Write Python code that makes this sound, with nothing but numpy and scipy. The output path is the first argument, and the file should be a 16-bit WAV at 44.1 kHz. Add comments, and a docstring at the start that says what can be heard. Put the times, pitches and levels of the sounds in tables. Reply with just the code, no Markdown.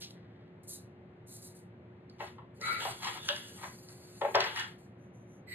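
"""Paper craft at a table in a small, bare room, heard close up over the steady hum of a fan.
First a sheet crackles as it bends and fingertips hiss across it. From about 2 s a sleeve rustles along
while a photo is fetched, and scissors, put down and taken up again, skid, scrape and squeak over the
table. Their knocks ring wood and steel and peak in a clatter near 4.3 s. At the end the photo glides
over the sheet with a thin whistle and the blades rub open."""
import sys
import numpy as np
from scipy import signal
from scipy.fft import rfft, irfft
from scipy.io import wavfile

SR = 44100
rng = np.random.default_rng(int(sys.argv[2]) if len(sys.argv) > 2 else 0)


def wrap_up_sound(samples):
    """Save the sound to the file named by the first command line argument, as 16-bit audio."""
    columns = np.atleast_2d(samples).T
    # keep every value between -1 and 1, then stretch to whole-number steps
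    tamed = np.clip(columns, -1, 1)
    steps = np.round(tamed * 32767).astype(np.int16)
    wavfile.write(sys.argv[1], SR, steps)


N = 244342
TIME = np.arange(N) / SR
FREQ = np.fft.rfftfreq(2 * N, 1 / SR)

# The room's tail. Each row: frequency in Hz, time to fall 60 dB in seconds (each layer scales it).
ROOM_T60 = [(200, 0.56), (700, 0.24), (1800, 0.34), (3500, 0.41), (8000, 0.14), (15000, 0.062)]
# The stereo image. Each row: frequency in Hz, width in dB, left minus right in dB.
STEREO_IMAGE = [(60, -34, 0), (160, -22, 0), (330, -12, .5), (600, -5.5, .3), (1100, -1.5, 3.3),
                (2100, 2, 2.7), (3400, -2, -.5), (4300, -3, -.5), (5100, -18, 0), (7500, -6, 0),
                (10500, -17, 0), (13000, -4, 0)]
# The fan's motor lines. Each row: pitch in Hz, level in dB.
MOTOR_LINES = [(112, -63), (182, -65.5), (360.7, -61.5)]

# Tone colours. Each row: frequency in Hz, relative level in dB.
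FAN_TONE = [(25, -72), (50, -34), (80, -4.5), (105, -0.5), (180, 0), (270, -6.5), (420, -10.5),
            (570, -12.5), (1170, -25), (2000, -27.5), (4000, -41), (6500, -56), (15000, -79)]  # the fan and the air of the room
BOOM_TONE = [(30, -51), (45, -51), (70, -22), (88, -6), (115, 12), (150, -9), (250, -21), (345, -2),
             (450, -1), (560, -1), (900, -29), (3000, -77)]  # the tabletop's low bending
SLEEVE_TONE = [(1500, -7), (3500, -12), (4500, 2.5), (5400, -5.5), (6500, 1.5), (8000, -1), (10500, -2),
               (12000, -4.5), (13200, -9), (14500, -18), (16000, -45)]  # cloth fibres
FINGER_TONE = [(1500, -44), (3400, -21.5), (4100, -6), (5500, -9.5), (6500, -2), (8000, -2.5), (9300, 0),
               (12000, -5), (14500, -12), (16000, -41)]  # skin on paper
FLEX_TONE = [(800, -35), (1500, -7), (2200, -2), (2850, 7), (3400, 7.5), (4000, 11), (6000, 7), (8000, -12),
             (14000, -43)]  # bending paper
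SETTLE_TONE = [(800, -29), (1600, 0), (2000, 2.5), (2500, -13.5), (3500, -7), (4500, -15), (7000, -33),
               (14000, -51)]  # paper on the table
DRAG_TONE = [(200, -39), (620, -9), (800, 13.5), (1030, 9), (1290, 9), (1520, -0.5), (2200, 8),
             (2650, -1.5), (3300, 2), (4200, 1.5), (5400, -3.5), (9000, -18), (15000, -50)]  # a rough scrape
TICK_TONE = [(500, -35), (2000, -22), (3500, 8), (4500, 19), (5500, 14), (8000, -1.5), (12000, -13),
             (16000, -21)]  # a hard contact

# Resonances. Each row: frequency in Hz, bandwidth in Hz, relative level in dB.
PHOTO_EDGE_MODES = [(6230, 210, 8.5), (7500, 880, -3), (8900, 3700, -9.5), (11100, 670, 0)]
BLADE_MODES = [(1680, 270, -26), (1970, 117, 16.5), (2280, 660, 1.5), (3840, 71, -3), (4290, 290, 4.5),
               (7550, 200, -3), (8170, 400, -1.5), (11450, 310, -12), (12700, 650, -5.5), (13700, 500, -16)]
CHATTER_MODES = [(1252, 67, 1), (1383, 69, 3.5), (1800, 120, -10), (2002, 65, 0.5), (2150, 15, 2),
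                 (2255, 42, -1.5), (2690, 28, -7), (3760, 45, -6.5), (4020, 49, -1), (4240, 83, -10),
                 (4550, 91, -7)]  # the scissors skidding
FRAME_MODES = [(936, 61, -10), (1416, 200, -3), (1694, 59, 2.5), (1876, 44, -7), (2816, 145, 0.5),
               (2956, 84, 1.5), (3230, 80, 3.5), (3384, 79, 1), (3500, 94, 1), (3940, 120, -4),
               (4780, 210, -8)]  # the scissors' frame
TABLE_MODES = [(381, 28, 2), (460, 58, 0), (584.7, 31, 7), (676, 18, 4), (696, 100, -5), (751, 54, 5),
               (822, 104, 2), (955, 29, 1), (1025, 42, 1.5), (1137, 60, -5), (1284, 20, 0), (1434, 34, -6),
               (1644, 110, -3), (1927, 130, 0.5), (2120, 210, -0.5), (2580, 240, 2), (2690, 260, 1.5),
               (3120, 240, -6), (3990, 100, -0.5)]

# Strokes. Each row: start in seconds, rise in seconds, hold in seconds, relative level in dB.
ARM_PUSHES = [(2.58, 0.038, 0.33, -51.5), (3.04, 0.045, 0.082, -56), (3.26, 0.13, 0.41, -60),
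              (4.35, 0.015, 0.023, -41.5)]  # the arm pushes on the tabletop
PHOTO_GLIDES = [(2.1, .02, 0.055, -81), (4.97, 0.04, 0.052, -79), (5.12, 0.04, 0.067, -75.5),
                (5.23, 0.084, 0.048, -71)]  # the photo glides over the sheet
SLEEVE_BRUSHES = [(2.185, 0.041, 0.025, -61), (2.54, 0.026, 0.014, -71), (2.92, .04, .28, -59),
                  (3.28, 0.1, 0.29, -55), (3.56, 0.15, 0.2, -60), (3.86, 0.061, 0.29, -61.5),
                  (4.1, 0.082, 0.27, -62.5), (4.19, 0.032, 0.49, -64.5), (4.78, 0.0044, 0.055, -71)]  # the sleeve follows the arm
FINGER_STROKES = [(0.0, 0.0047, 0.02, -58), (.095, 0.0052, 0.0046, -71), (.631, 0.0035, .003, -69.5),
                  (.668, 0.024, 0.05, -50), (1.263, 0.027, 0.027, -59), (1.3, 0.043, 0.025, -55.5),
                  (1.405, 0.023, 0.046, -57.5), (1.54, 0.011, 0.03, -67)]  # fingers stroke the paper
SHEET_BENDS = [(0.003, 0.022, 0.018, -45)]  # the sheet bends
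SHEET_SETTLES = [(.1, 0.065, 0.31, -70.5)]  # it rubs faintly on the table
BLADE_STROKES = [(5.462, 0.057, .05, -43.5)]  # the blades open
SKIDS = [(2.606, 0.033, 0.11, -37)]  # the scissors skid

# Creases snapping. Each row: time in seconds, peak level in dB.
CREASES = [(0.018, -44), (.029, -53), (.047, -46), (0.107, -45.5)]
# Thin friction squeaks. Each row: start and length in seconds, first and last pitch in Hz, level in dB.
SQUEAKS = [(2.644, 0.1, 1398, 1369, -37), (2.633, 0.11, 4046, 3985, -46), (2.915, 0.177, 3330, 3310, -58),
           (3.15, 0.15, 3526, 3530, -52), (4.223, 0.21, 14400, 14190, -59), (4.35, 0.2, 14000, 12900, -66)]
# Scissors and photo dragged over the table. Each row: start, rise and hold in seconds, then relative
# levels in dB of the scrape, the scissors' ring and the hiss.
DRAGS = [(2.181, 0.018, 0.075, -55, -70, -81), (2.594, 0.066, 0.081, -51, -56.5, -50.5),
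         (2.754, 0.064, 0.087, -47.5, -47, -49), (2.993, 0.051, 0.025, -39.5, -46, -52),
         (3.066, 0.019, 0.087, -45.5, -52.5, -54), (3.196, 0.085, 0.01, -60, -51.5, -52.5),
         (3.392, 0.041, 0.11, -70, -58.5, -74), (3.557, 0.048, 0.053, -53.5, -78, -75),
         (4.38, 0.019, 0.013, -39.5, -45, -57.5), (4.437, 0.022, 0.067, -47.5, -48, -60.5),
         (4.535, 0.032, 0.032, -40.5, -40.5, -51.5)]
# Blows on the table. Each row: time in seconds, thud level in dB, thud centre in Hz, thud width in
# octaves, levels of scissor ring, tick and scuff in dB, gap to the first bounce in seconds.
# Levels are relative; the scuff is set against its own thud.
KNOCKS = [(2.098, -48, 1600, 2, -52, -41, -18, 0.00045), (2.204, -7.5, 970, 1.77, -42, -60, -6.5, 0.00057),
          (2.383, -19, 1090, 0.57, -36, -88.5, -20, 0.0026), (2.613, -23.5, 1840, 0.37, -47, -25, 8, 0),
          (2.804, -21, 1000, 1.3, -9, -32, -3, 0), (2.85, -2.5, 950, 0.98, -22, -25, -8, 0.0007),
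          (3.046, -10, 1025, 0.39, -15, -21, -12, 0.0002), (3.288, -16, 824, 1.14, 3, -15, 8.5, 0.00073),
          (3.363, -18, 1630, 1.11, -17, -27, -26, 0.0027),
          (3.631, -12.5, 1120, 0.99, -41, -45, -12, 0.00072), (3.641, -15, 1400, 1.3, -29, -38, -21, 0),
          (3.887, -40.5, 1339, 0.75, -57, -34.5, 6.5, 0.0034),
          (4.215, 1.5, 770, 1.64, -15, -47, -20, 0.0023), (4.233, -2, 580, 0.25, -36, -55, -30, 0),
          (4.249, -0.5, 670, 2.16, -26, -50, -11, 0), (4.347, 9.5, 880, 1.85, -3, -21, -23, 0.0026),
          (4.354, 2, 1150, 1, -13, -12, -25, 0), (4.363, 1, 640, 1.47, -20, -35, -29, 0.004),
          (4.405, -8, 1920, 1.4, -4.5, -14.5, -19, 0), (4.412, -5.5, 1500, 1.6, -21, -23, -28, 0.0051),
          (4.441, -5.5, 1562, 0.67, -24, -20, -22, 0.0039), (4.465, -16, 480, 0.46, -30, -42, -20, 0),
          (4.561, -12.5, 1860, 0.57, -21, -29, -2, 0.0086),
          (4.596, -8.5, 1670, 0.41, -35, -18.5, -4.5, 0.0044), (4.789, -66.5, 1710, 2.1, -66, -57, -7, 0)]

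FOLD_BANDS_HZ = np.linspace(4000, 13000, 10)
# A stroke sags a little while held, then dies away at the rate of its material.
SAG_DB_PER_S = 11.5
PAPER_RELEASE_DB_PER_S, FLEX_RELEASE_DB_PER_S, CLOTH_RELEASE_DB_PER_S = 287, 314, 212
DRAG_RELEASE_DB_PER_S, STEEL_RELEASE_DB_PER_S, BOOM_RELEASE_DB_PER_S = 225, 140, 396


def undb(db):
    """Decibels to gain."""
    return 10 ** (np.asarray(db) / 20)


def unit(x):
    """Scale to rms 1."""
    return x / np.sqrt(np.mean(x ** 2))


def curve(points, column=1):
    """A smooth EQ curve in gain, drawn through a table's dB points over log frequency."""
    points = np.array(points)
    return undb(np.interp(np.log(FREQ + 1), np.log(points[:, 0]), points[:, column]))


def shape(x, response):
    """Filter by a frequency response."""
    return irfft(rfft(x, 2 * N) * response)[..., :N]


def resonances(modes):
    """Response of damped modes; neighbours swing in opposite directions."""
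    return sum((-1) ** k * undb(db) * 1j * FREQ * width / (hz ** 2 - FREQ ** 2 + 1j * FREQ * width)
               for k, (hz, width, db) in enumerate(modes))


def unit_energy(x):
    """Scale a one-shot to energy 1."""
    return x / np.linalg.norm(x)


def add(track, s, sound):
    """Lay a sound into a track at s seconds."""
    i = int(s * SR)
    track[i:i + len(sound)] += sound[:N - i]


def wander(hz):
    """Smooth random modulation, changing about hz times a second."""
    return unit(shape(rng.standard_normal(N), np.exp(-FREQ / hz)))


def strokes(rows, release_db_per_s):
    """Envelope of a run of strokes: each swells, sags while held and dies away."""
    power = 0
    for s, rise_s, hold_s, db in rows:
        t = TIME - s
        sag_db = SAG_DB_PER_S * np.maximum(t - rise_s, 0)
        release_db = release_db_per_s * np.maximum(t - rise_s - hold_s, 0)
        power = power + (np.clip(t / rise_s, 0, 1) * undb(db - sag_db - release_db)) ** 2
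    return np.sqrt(power)


def slips(rate, spread_db, smooth):
    """Friction: tiny catches of unequal size, about rate a second, over an even hiss of gain smooth."""
    catches = (rng.random(N) < rate / SR) * rng.choice([-1, 1], N)
    sizes = undb(spread_db * np.minimum(rng.exponential(size=N), 4))
    return unit(catches * sizes) + smooth * rng.standard_normal(N)


def rub(envelope, response, rate, spread_db, smooth):
    """Sliding contact heard through the body that it shakes."""
    return unit(shape(slips(rate, spread_db, smooth), response)) * envelope


def room(x, wet_db, decay=1, count=26000):
    """Direct sound plus dense wall echoes, different on each side; decay scales the tail's length."""
    t, hz = TIME[:count], np.fft.rfftfreq(count, 1 / SR)
    centres_hz, t60s = np.transpose(ROOM_T60)
    noise = rfft(rng.standard_normal((2, count)))
    tail = 0
    for weights, t60 in zip(np.eye(len(t60s)), t60s):
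        band = np.interp(np.log(hz + 1), np.log(centres_hz), weights)
        tail = tail + irfft(noise * band) * undb(-60 * t / (t60 * decay))
    tail = tail * (1 - np.exp(-t / 0.00097))  # the echoes fade in
    impulse = undb(wet_db) * unit(tail) / np.sqrt(count)
    impulse[:, 0] += 1  # direct sound
    return signal.fftconvolve(x[None], impulse, axes=1)[:, :N] / np.sqrt(1 + undb(2 * wet_db))


def fan(air_db=-52, drift_hz=1.876):
    """The bed: a steady rush of air, with motor lines that waver in pitch and level."""
    air = unit(shape(rng.standard_normal((2, N)), curve(FAN_TONE)))
    hum = 0
    for hz, db in MOTOR_LINES:
        waver = wander(6.5)
        cycles = hz * TIME + drift_hz * np.cumsum(waver) / SR
        hum = hum + undb(db) * unit((1 + 0.14 * waver) * np.sin(2 * np.pi * cycles))
    return undb(air_db) * air + hum


def table_boom():
    """The low end: the tabletop bends under a push of the arm."""
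    pushes = strokes(ARM_PUSHES, BOOM_RELEASE_DB_PER_S)
    return room(rub(pushes, curve(BOOM_TONE), rate=400, spread_db=3, smooth=1), wet_db=-8.5)


def photo():
    """The edge of the photo glides over the sheet with a thin whistle."""
    glides = strokes(PHOTO_GLIDES, PAPER_RELEASE_DB_PER_S)
    whistle = rub(glides, resonances(PHOTO_EDGE_MODES), rate=990, spread_db=2, smooth=0.73)
    return room(whistle * undb(1.3 * wander(20)), wet_db=3, decay=0.51)


def sleeve(fold_swell_db=2.2, fold_hz=9):
    """Cloth fibres catch in a fine rustle; as the folds shift, each band swells and fades on its own."""
    moves = SLEEVE_BRUSHES + [(s, rise, hold, hiss_db) for s, rise, hold, _, _, hiss_db in DRAGS]
    fibres = slips(rate=1800, spread_db=0.5, smooth=0.98)
    rustle = 0
    for band in np.eye(len(FOLD_BANDS_HZ)):
        colour = curve(SLEEVE_TONE) * np.interp(FREQ, FOLD_BANDS_HZ, band)
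        rustle = rustle + shape(fibres, colour) * undb(fold_swell_db * wander(fold_hz))
    rustle = unit(rustle) * strokes(moves, CLOTH_RELEASE_DB_PER_S) * undb(1.1 * wander(39))
    return undb(2.5) * room(rustle, wet_db=-1, decay=0.27)


def sheet(snap_s=0.0027):
    """Paper crackles as it bends, snaps at its creases and rubs on the table as it settles."""
    bending = strokes(SHEET_BENDS, FLEX_RELEASE_DB_PER_S)
    crackle = rub(bending, curve(FLEX_TONE), rate=750, spread_db=1.5, smooth=0.83)
    snapping = sum(undb(db) * (TIME > s) * np.exp(-np.abs(TIME - s) / snap_s) for s, db in CREASES)
    snaps = rub(snapping, curve(FLEX_TONE), rate=4500, spread_db=-5.5, smooth=0.63)
    settling = strokes(SHEET_SETTLES, PAPER_RELEASE_DB_PER_S)
    brush = rub(settling, curve(SETTLE_TONE), rate=690, spread_db=4, smooth=0.55)
    return room(crackle + snaps + brush, wet_db=-13)


def fingertips():
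    """Fingertips hiss over the sheet, the skin gripping and letting go."""
    stroking = strokes(FINGER_STROKES, PAPER_RELEASE_DB_PER_S)
    hiss = rub(stroking, curve(FINGER_TONE), rate=1000, spread_db=0.5, smooth=1)
    grip = undb(1.2 * wander(110))
    return undb(6) * room(hiss * grip, wet_db=0, decay=0.64)


def squeaks():
    """An edge sticks and slips at an unsteady, gliding pitch; each squeak swells and fades."""
    out = 0
    for s, length_s, first_hz, last_hz, db in SQUEAKS:
        progress = np.clip((TIME - s) / length_s, 0, 1)
        jitter_hz = (22 + 0.0054 * first_hz) * wander(124)
        pitch = first_hz + (last_hz - first_hz) * progress + jitter_hz
        flutter = 1 + 0.79 * wander(150)
        tone = unit(flutter * np.sin(2 * np.pi * np.cumsum(pitch) / SR))
        out = out + undb(db) * np.sin(np.pi * progress) * tone
    return room(out, wet_db=-1)


def sliding_steel():
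    """The scissors chatter as they skid on the table, and blade rubs on blade as they open."""
    skidding = strokes(SKIDS, STEEL_RELEASE_DB_PER_S)
    chatter = rub(skidding, resonances(CHATTER_MODES), rate=780, spread_db=0.5, smooth=0.52)
    opening = strokes(BLADE_STROKES, STEEL_RELEASE_DB_PER_S)
    blades = rub(opening, resonances(BLADE_MODES), rate=2800, spread_db=-7, smooth=0.9)
    return room(undb(-1.5) * chatter + blades, wet_db=7)


def drags():
    """A rough scrape over the table: the grip comes and goes, and catches ring the scissors' frame."""
    grip = undb(2 * wander(37))
    scraping = strokes([(s, rise, hold, db) for s, rise, hold, db, _, _ in DRAGS], DRAG_RELEASE_DB_PER_S)
    ringing = strokes([(s, rise, hold, db) for s, rise, hold, _, db, _ in DRAGS], DRAG_RELEASE_DB_PER_S)
    scrape = rub(scraping, curve(DRAG_TONE), rate=600, spread_db=2.5, smooth=0.33)
    frame = rub(ringing, resonances(FRAME_MODES), rate=500, spread_db=2.5, smooth=0.24)
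    return room(grip * (scrape + frame), wet_db=-1, decay=0.44)


def contacts(s, gap_s, graze_s=0.0045, shrink=0.77):
    """One blow as (seconds, dB): a graze, the hit and, if the gap tops 3 ms, two shrinking bounces."""
    touches = [(s - graze_s, -15), (s, 0)]
    if gap_s > 0.003:
        touches += [(s + gap_s, -9.5), (s + gap_s * (1 + shrink), -11.5)]
    return touches


def knocks(tick_s=0.0019, scuff_s=0.0058, spot_db=2, count=2400):
    """Each blow rings tabletop and scissors; a hard contact adds a tick, a glancing one a scuff."""
    metal = unit_energy(irfft(resonances(FRAME_MODES))[:8192])
    modes = np.array([(-1) ** k * irfft(resonances([mode]))[:count * 3]
                      for k, mode in enumerate(TABLE_MODES)])
    thuds, rings, ticks = np.zeros((3, N))
    t = TIME[:count]
    for start, thud_db, centre_hz, octaves, ring_db, tick_db, scuff_db, gap_s in KNOCKS:
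        # each thud rings the table's modes within its own centre pitch and width
        edges_hz = centre_hz * 2 ** (octaves * np.array([-0.5, 0.5]))
        band = signal.butter(2, edges_hz, "band", fs=SR, output="sos")
        spot = undb(spot_db * rng.standard_normal(len(modes)))  # each spot favours other modes
        thud = unit_energy(signal.sosfilt(band, spot @ modes))
        for s, db in contacts(start, gap_s):
            scuff = unit_energy(rng.standard_normal(count) * t * np.exp(-t / scuff_s))
            force = undb(scuff_db) * scuff
            force[0] += 1  # the clean hit ahead of the scuff
            add(thuds, s, undb(db + thud_db) * signal.fftconvolve(thud, force))
            add(rings, s, undb(db + ring_db) * metal)
            tick = unit_energy(rng.standard_normal(count) * np.exp(-t / tick_s))
            add(ticks, s, undb(db + tick_db) * tick)
    return (undb(-1.5) * room(thuds, wet_db=0.5, decay=0.85)
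            + undb(-2.5) * room(rings, wet_db=-2.5)
            + room(shape(ticks, curve(TICK_TONE)), wet_db=-6, decay=0.9))


def scene():
    """The mix: the low bed, the soft handling sounds and the scissors on top."""
    bed = fan() + table_boom()
    handling = photo() + sleeve() + sheet() + fingertips()
    scissors = squeaks() + sliding_steel() + drags() + knocks()
    return bed + handling + scissors


def record(dry, left_lag_samples=4.2, top_hz=15000):
    """Stereo image: widest in the midrange, the left a touch late; a low-pass cuts above 15 kHz."""
    mid = (dry[0] + dry[1]) / 2
    side = shape((dry[0] - dry[1]) / 2, curve(STEREO_IMAGE))
    lean = np.sqrt(curve(STEREO_IMAGE, column=2))  # half of the tilt goes to each side
    lag = np.exp(-2j * np.pi * FREQ * left_lag_samples / SR)
    left = shape(mid + side, lean * lag)
    right = shape(mid - side, 1 / lean)
    high_cut = signal.ellip(8, 0.2, 70, top_hz, fs=SR, output="sos")
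    return signal.sosfilt(high_cut, np.array([left, right]))


dry = scene()
out = record(dry)
wrap_up_sound(out)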